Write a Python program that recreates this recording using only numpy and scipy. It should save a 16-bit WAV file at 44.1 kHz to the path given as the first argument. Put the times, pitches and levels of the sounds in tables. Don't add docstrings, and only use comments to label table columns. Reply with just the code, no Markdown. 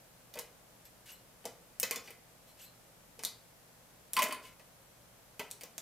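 import sys
import numpy as np
from scipy import signal
from scipy.fft import rfft, irfft
from scipy.io import wavfile
from scipy.ndimage import uniform_filter1d

SR = 44100
rng = np.random.default_rng(int(sys.argv[2]) if len(sys.argv) > 2 else 0)


def how_loud(loudness_db):
    steps = np.asarray(loudness_db, float) / 20
    return 10 ** steps


def file_out(sig):
    cols = np.atleast_2d(sig).T
    lim = np.clip(cols, -1, 1)
    pcm = np.round(lim * 32767).astype(np.int16)
    wavfile.write(sys.argv[1], SR, pcm)


N = 256573

# start in seconds, snap peak in dB, low edge in Hz, high edge in Hz,
# glass clink in dB relative to the snap.
SPARKS = [
    (1.7988, -11, 9000, 16500, -15.5),
    (3.2491, -13, 4180, 11600, -7),
    (4.133, -13.5, 7950, 15700, -16),
    (5.5116, -24, 6360, 13200, -9.5),
]


def evened(x):
    return x / np.sqrt(np.mean(x ** 2) + 1e-20)


def read(points, hz):
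    f, value = np.transpose(points)
    return np.interp(np.log(hz + 1), np.log(f + 1), value)


def add(mix, s, sound):
    part = mix[round(s * SR):][:len(sound)]
    part += sound[:len(part)]


def band(x, low_hz, high_hz):
    sos = signal.butter(2, [low_hz, high_hz], "bandpass", fs=SR, output="sos")
    y = signal.sosfilt(sos, x)
    return y / abs(y).max()


def resonate(x, hz, width_hz):
    pole = np.exp((2j * np.pi * hz - np.pi * width_hz) / SR)
    return 2 * signal.lfilter([1 - abs(pole)], [1, -pole], x).real


def stroke(t, start, length, rise, fade_db_per_s):
    since_end = np.maximum(t - start - length, 0)
    return np.clip((t - start) / rise, 0, 1) * how_loud(-fade_db_per_s * since_end)


def pair(frames, size, likeness):
    hz = np.fft.rfftfreq(size, 1 / SR)
    a, b, c, d = rng.standard_normal((frames, len(hz), 4)).T
    apart = np.arccos(np.clip(read(likeness, hz), 0, 1))[:, None] / 2
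    mid = np.cos(apart) * (a + 1j * b)
    side = np.sin(apart) * (c + 1j * d)
    return hz, np.array([mid + side, mid - side])


def floor():
    # frequency in Hz, level in dB per Hz.
    floor_colour = [(12, -49), (30, -17), (53, 0), (84, -17), (121, -3.5), (174, -9.5), (194, -7),
                    (409, -13), (511, -7), (571, -8), (1050, -13.5), (1140, -14), (3650, -20), (15000, -25)]
    # frequency in Hz, gain in dB.
    hiss_edge = [(14950, 0), (15250, -9), (15550, 0), (15900, 0), (16000, -50)]
    # frequency in Hz, likeness from 0 to 1.
    floor_likeness = [(40, 1), (180, 0.59), (550, 0.44), (1650, 0.25), (4970, 0.022), (15000, 0.0073)]
    # frequency in Hz, rms level in dB.
    hum_tones = [(119, -76.5), (168, -77)]
    hz, z = pair(N // 512 + 6, 2048, floor_likeness)
    last_hz = floor_colour[-2][0]
    colour_db = read(floor_colour, np.minimum(hz, last_hz)) + read(hiss_edge, hz)
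    hiss = signal.istft(z * how_loud(colour_db)[:, None], nperseg=2048, noverlap=1536)[1]
    hiss = hiss[:, 1024:N + 1024]
    t = np.arange(N) / SR
    drift = 30 * uniform_filter1d(rng.standard_normal((len(hum_tones), N)), 4000).cumsum(1) / SR
    hum = sum(np.sqrt(2) * how_loud(db) * np.sin(2 * np.pi * (f * t + d))
              for (f, db), d in zip(hum_tones, drift))
    return how_loud(-61.5) * evened(hiss) + hum


def room(x):
    # delay in ms, level in dB.
    early_echoes = [(2.2, -12), (4.6, -4), (9.8, -15), (15, -14), (20, -18)]
    # frequency in Hz, time to fall by 60 dB in seconds.
    ring_times = [(250, 0.78), (700, 0.48), (1800, 0.35), (4600, 0.27), (12000, 0.21)]
    # frequency in Hz, likeness from 0 to 1.
    tail_likeness = [(300, 0.94), (1500, 1), (4000, 0.87), (8000, 0.5), (15000, .05)]
    hz, z = pair(360, 256, tail_likeness)
    t = np.arange(360) * 64 / SR
    fade = how_loud(-60 * t / read(ring_times, hz)[:, None])
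    tail = signal.istft(z * fade, nperseg=256, noverlap=192)[1]
    tail *= 1 - np.exp(-np.arange(tail.shape[1]) / (0.002 * SR))
    tail = signal.lfilter(*signal.butter(1, 600, "highpass", fs=SR), tail)
    tail *= how_loud(-3) / np.linalg.norm(tail[0])

    smear = np.exp(-np.arange(40) / 14.)
    chance = rng.standard_normal((len(early_echoes), 3, 40))
    for (ms, db), (common, left, right) in zip(early_echoes, chance):
        for ear, own in zip(tail, (left, right)):
            echo = (np.gradient(common) + .25 * common + .9 * np.gradient(own)) * smear
            z = rfft(echo, 64)
            echo = irfft(z / abs(z) * np.linspace(.3, 1, len(z)))
            add(ear, ms / 1000, how_loud(db) * echo / np.linalg.norm(echo))

    lag = 0.18
    tail[:, :3] += [[-lag, 1, lag], [lag, 1, -lag]]
    return signal.fftconvolve(x[None], tail, axes=1)[:, :N]


def rubs():
    # frequency in Hz, level in dB per Hz.
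    friction = [(500, -40), (900, -24), (1600, -16), (3000, -11.5), (6000, -15), (10000, -16.5),
                (14500, -18), (17000, -15)]
    # frequency in Hz, width in Hz, level in dB.
    glass = [(7950, 120, -1), (12750, 130, 3.5)]
    # start in seconds, length in seconds, level in dB.
    slides = [(.85, .012, -60), (1.055, 0.047, -49), (1.09, .018, -54), (2.035, 0.059, -52.5),
              (2.467, .045, -60.5), (2.57, .012, -57), (2.588, 0.043, -51), (4.42, 0.062, -52.5)]
    # start in seconds, length in seconds, level in dB.
    squeaks = [(1.058, .015, -61), (1.085, .025, -53.5), (1.124, .012, -65), (2.598, 0.012, -51.5),
               (2.619, 0.0075, -69), (4.425, 0.028, -66)]
    # start in seconds, length in seconds, level in dB.
    songs = [(.848, 0.011, -58), (1.113, 0.02, -55.5), (2.467, .05, -73), (2.61, 0.041, -56)]
    # start in seconds, length in seconds, level in dB.
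    low_songs = [(1.144, .022, -65), (2.468, .03, -72), (2.642, .04, -58)]

    slips = rng.standard_normal(N) * how_loud(2 * np.minimum(rng.exponential(1, N), 5))
    hiss = evened(irfft(rfft(slips) * how_loud(read(friction, np.fft.rfftfreq(N, 1 / SR))), N))
    squeak_hz, squeak_width_hz = 2860, 430
    squeak = resonate(slips, squeak_hz, squeak_width_hz)
    squeak = evened(resonate(squeak, squeak_hz, squeak_width_hz))
    song = sum(how_loud(db) * evened(resonate(slips, hz, width_hz)) for hz, width_hz, db in glass)
    low_song = evened(resonate(slips, 4110, 40))

    out, t = np.zeros(N), np.arange(N) / SR
    kinds = ((slides, hiss, 552), (squeaks, squeak, 1500),
             (songs, song, 700), (low_songs, low_song, 500))
    for rows, sound, fade in kinds:
        out += sound * sum(how_loud(db - 8.5) * stroke(t, s, length, 0.0066, fade) for s, length, db in rows)
    return out


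def drag():
    # start in seconds, length in seconds, rms level in dB.
    pushes = [
        (4.164, 0.031, -26.5),
        (4.254, 0.011, -44),
        (4.314, 0.012, -37.5),
        (4.334, .012, -44),
    ]
    t = np.arange(N) / SR
    level = np.max([how_loud(db) * stroke(t, s, length, 0.013, 388) for s, length, db in pushes], axis=0)
    since = np.min([np.where(t < s, 1, t - s) for s, *_ in pushes], axis=0)
    hz = 1039 - 450 * np.minimum(since, .08)
    noise = rng.standard_normal((2, len(t)))
    wobble, shake = evened(uniform_filter1d(uniform_filter1d(noise, 150), 150))
    wave = np.sin(2 * np.pi * np.cumsum(hz) / SR + .5 * wobble)
    return np.sqrt(2) * level * (1 + .22 * shake) * wave


def bends():
    # start in seconds, level in dB, frequency in Hz,
    # time to fall by 60 dB in seconds.
    struck = [(.39, -49.5, 997, 0.16), (1.442, -50, 600, .034), (1.455, -39.5, 470, .085),
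              (1.454, -41, 646, .049), (1.454, -48, 831, .087), (1.83, -30.5, 515, 0.031),
              (1.831, -42.5, 1036, 0.09), (1.832, -42, 2055, 0.18), (1.91, -38.5, 463, 0.099),
              (1.917, -47.5, 1068, 0.32), (1.912, -46, 2040, 0.15), (2.103, -56, 464, .11),
              (3.187, -49.5, 446, 0.11), (3.26, -56, 1015, .17), (4.168, -30.5, 1304, 0.045),
              (5.396, -49, 252, .04), (5.396, -46.5, 633, 0.16), (5.395, -42.5, 398, 0.096),
              (5.634, -46, 488, 0.047), (5.78, -50, 660, 0.035)]
    # start in seconds, level in dB, frequency in Hz,
    # time to fall by 60 dB in seconds.
    pressed = [(.35, -45, 550, 0.057), (.36, -53.5, 227, 0.032), (.364, -43.5, 494, 0.23),
               (1.08, -60, 1610, .08), (1.96, -48.5, 476, 0.084), (2.04, -59, 5920, 0.1),
               (4.19, -41, 875, .076), (4.21, -35.5, 621.5, 0.31), (4.21, -70, 193, .3),
               (4.217, -49.5, 428, 0.5), (4.26, -49, 1385, 0.6), (4.44, -56.5, 2200, 0.28),
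               (1.95, -60, 2480, .2), (2.075, -57, 2370, .15), (4.2, -33, 2520, 0.13),
               (5.396, -44, 983, 0.093)]
    # start in seconds, level in dB, frequency in Hz,
    # time to fall by 60 dB in seconds.
    clinks = [(1.83, -28.5, 5050, 0.031), (1.83, -27.5, 6600, 0.03), (3.253, -46, 4380, .2),
              (3.25, -49, 4660, 0.39), (3.255, -57, 3400, .2)]
    kinds = (struck, 2.8), (pressed, 9.2), (clinks, 1.2)
    out, t = np.zeros(N), np.arange(12000) / SR
    rows = [(*row, ms) for table, ms in kinds for row in table]
    chance = rng.standard_normal((len(rows), 2, len(t)))
    for (s, db, hz, t60, ms), luck in zip(rows, chance):
        span = int(5 * SR / hz) + 30
        smooth = uniform_filter1d(uniform_filter1d(luck, span), span)
        wobble, shake = smooth * np.sqrt(1.5 * span)
        swell = np.sin(np.pi / 2 * np.minimum(t * 1000 / ms, 1))
        shape = swell * how_loud(-60 * np.maximum(t - ms / 1000, 0) / t60)
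        ring = (1 + .55 * shake) * np.sin(2 * np.pi * hz * t + .9 * wobble)
        add(out, s, how_loud(db) * evened(shape * ring) * np.sqrt(np.mean(shape ** 2) / 2))
    return out


def contacts():
    # start in seconds, crack in dB, then pan rattle in dB
    # and bench thud in dB, both relative to the crack.
    ticks = [(.3382, -38, -19.5, -6), (.853, -47, -23, -18), (1.4416, -57, -2, 20),
             (1.4533, -26.5, -26, -5), (1.9586, -26.5, -19, -9), (3.1922, -40, -13.5, 2),
             (4.5947, -50.5, -10, 4), (5.5035, -44, -24, -13), (5.6337, -34.5, -20, -4.5),
             (5.7793, -29, -33, -12)]
    # start in seconds, crack in dB, relative rattle in dB,
    # relative thud in dB.
    knocks = [(.3715, -45, -4, 12), (.3879, -28, -22.5, -16), (1.829, -20.5, -15.5, -11),
              (2.0742, -48.5, -3, 7), (3.235, -30, -21, -11), (3.2754, -46, -22, -9),
              (4.1658, -25, -2.5, -6), (4.1896, -20, -13.5, -10), (5.394, -29, -11.5, -1),
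              (5.4013, -48, -21, 7.5)]
    # start in seconds, crack in dB, relative rattle in dB,
    # relative thud in dB.
    rattles = [(.3545, -41, -9.5, 6.5), (1.9093, -23.5, -15, -11), (2.1046, -40, -13.5, -9),
               (3.2274, -41, -27, -21), (4.2202, -21, -10.5, -14), (4.2253, -23.5, -39, -12),
               (4.2288, -20.5, -19.5, -11.5), (4.2375, -22.5, -20, -13.5), (4.2503, -35, -22, -4),
               (4.2844, -36, -16, 3.5), (4.3088, -38.5, -2.5, -19), (4.3241, -28.5, -13.5, -6.5),
               (4.3454, -41.5, -8, -10), (4.4513, -54, 0.5, -6), (5.6095, -39, -13.5, -6),
               (5.6154, -41, -20, -11)]
    kinds = (ticks, 1, -1), (knocks, 3.75, -2), (rattles, 1.8, -43)
    crackle_db = -8.5
    jolts = [(s, db + crackle_db, 0.85, clink_db - crackle_db, -33.5, -20)
             for s, db, *_, clink_db in SPARKS]
    for rows, ms, clink_db in kinds:
        jolts += [(s, db, ms, clink_db, *rest) for s, db, *rest in rows]
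    return jolts


def clicks():
    # frequency in Hz, level in dB, time to fall by 60 dB in seconds.
    pan = [(1897, 12, 0.029), (2037, 6.5, 0.12), (2055, 7.5, 0.058), (2200, 10.5, 0.067), (2320, -11, 0.05),
           (2480, 17, 0.039), (2630, -16.5, 0.04), (2600, 10, 0.022), (2897, 5, 0.069), (3010, 16, 0.036),
           (3240, 1, 0.081), (4050, -40, 0.027), (4590, 17, 0.022), (5490, 0, 0.053), (6300, -3, 0.034),
           (8680, 8, 0.11), (8400, -18, 0.037)]
    out, t, rows = np.zeros(N), np.arange(8000) / SR, contacts()
    chance = rng.standard_normal((len(rows), 8000 + 2 * len(pan)))
    for (s, db, ms, clink_db, rattle_db, thud_db), luck in zip(rows, chance):
        noise, length = luck[:8000], max(ms, .05) / 1000
        crack = band(noise * np.exp(-t / length) * (1 - np.exp(-t * 9000)), 5800, 17500)
        clink = band(noise * np.exp(-t / (length + 0.002)), 3300, 8120)
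        thud = band(noise * np.exp(-t / 0.017) * (1 - np.exp(-t / 0.001)), 183, 876)
        spot = luck[8000:].reshape(-1, 2)
        ring = sum(how_loud(level_db + 2.8 * g - 60 * t / t60)
                   * np.sin(2 * np.pi * f * (1 + 0.0144 * d) * t + 3 * g)
                   for (f, level_db, t60), (g, d) in zip(pan, spot))
        ring *= (1 - np.exp(-t / 0.00021)) / np.sqrt(len(pan))
        blur = band(noise[::-1] * np.exp(-t / 0.015) * (1 - np.exp(-t / 0.003)), 1160, 3600)
        rattle = .5 * ring + 0.99 * blur
        jolt = crack + how_loud(clink_db - 3.0) * clink
        jolt += how_loud(rattle_db - 1.0) * rattle + how_loud(thud_db - 11.0) * thud
        add(out, s + .0008, how_loud(db) * jolt)
    return out


def sparks():
    # start in seconds, snap peak in dB, low edge in Hz, high edge
    # in Hz.
    pops = [
        (.3935, -25, 7000, 12800),
        (1.9095, -18.5, 4300, 8800),
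        (3.1915, -37, 2500, 9000),
        (3.2354, -21, 2820, 11500),
        (5.7793, -24.5, 5000, 13300),
    ]
    out, jump = np.zeros(N), signal.unit_impulse(400)
    for rows, body_db in ((SPARKS, -20.5), (pops, -8)):
        for s, db, low_hz, high_hz, *_ in rows:
            snap = band(jump, low_hz, high_hz)
            skirt = band(jump, 200, low_hz)
            add(out, s + .0008, how_loud(db) * (snap + how_loud(body_db) * skirt))
    return out


def scene():
    rings = drag() + bends()
    return room(sparks() + clicks() + rubs() + 0.45 * rings) + 0.41 * rings + floor()


def low_pass(x):
    return signal.sosfilt(signal.butter(12, 16820, fs=SR, output="sos"), x)


def record(dry):
    # frequency in Hz, gain in dB.
    treble_fade = [(14700, 1), (15300, -10), (15900, -15), (16400, -44), (17000, -47)]
    hz = np.fft.rfftfreq(N, 1 / SR)
    heard = irfft(rfft(dry) * how_loud(read(treble_fade, hz)), N)
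    left_db = 0.66
    return low_pass(heard * how_loud(np.array([[left_db / 2], [-left_db / 2]])))


dry = scene()
out = record(dry)
file_out(out)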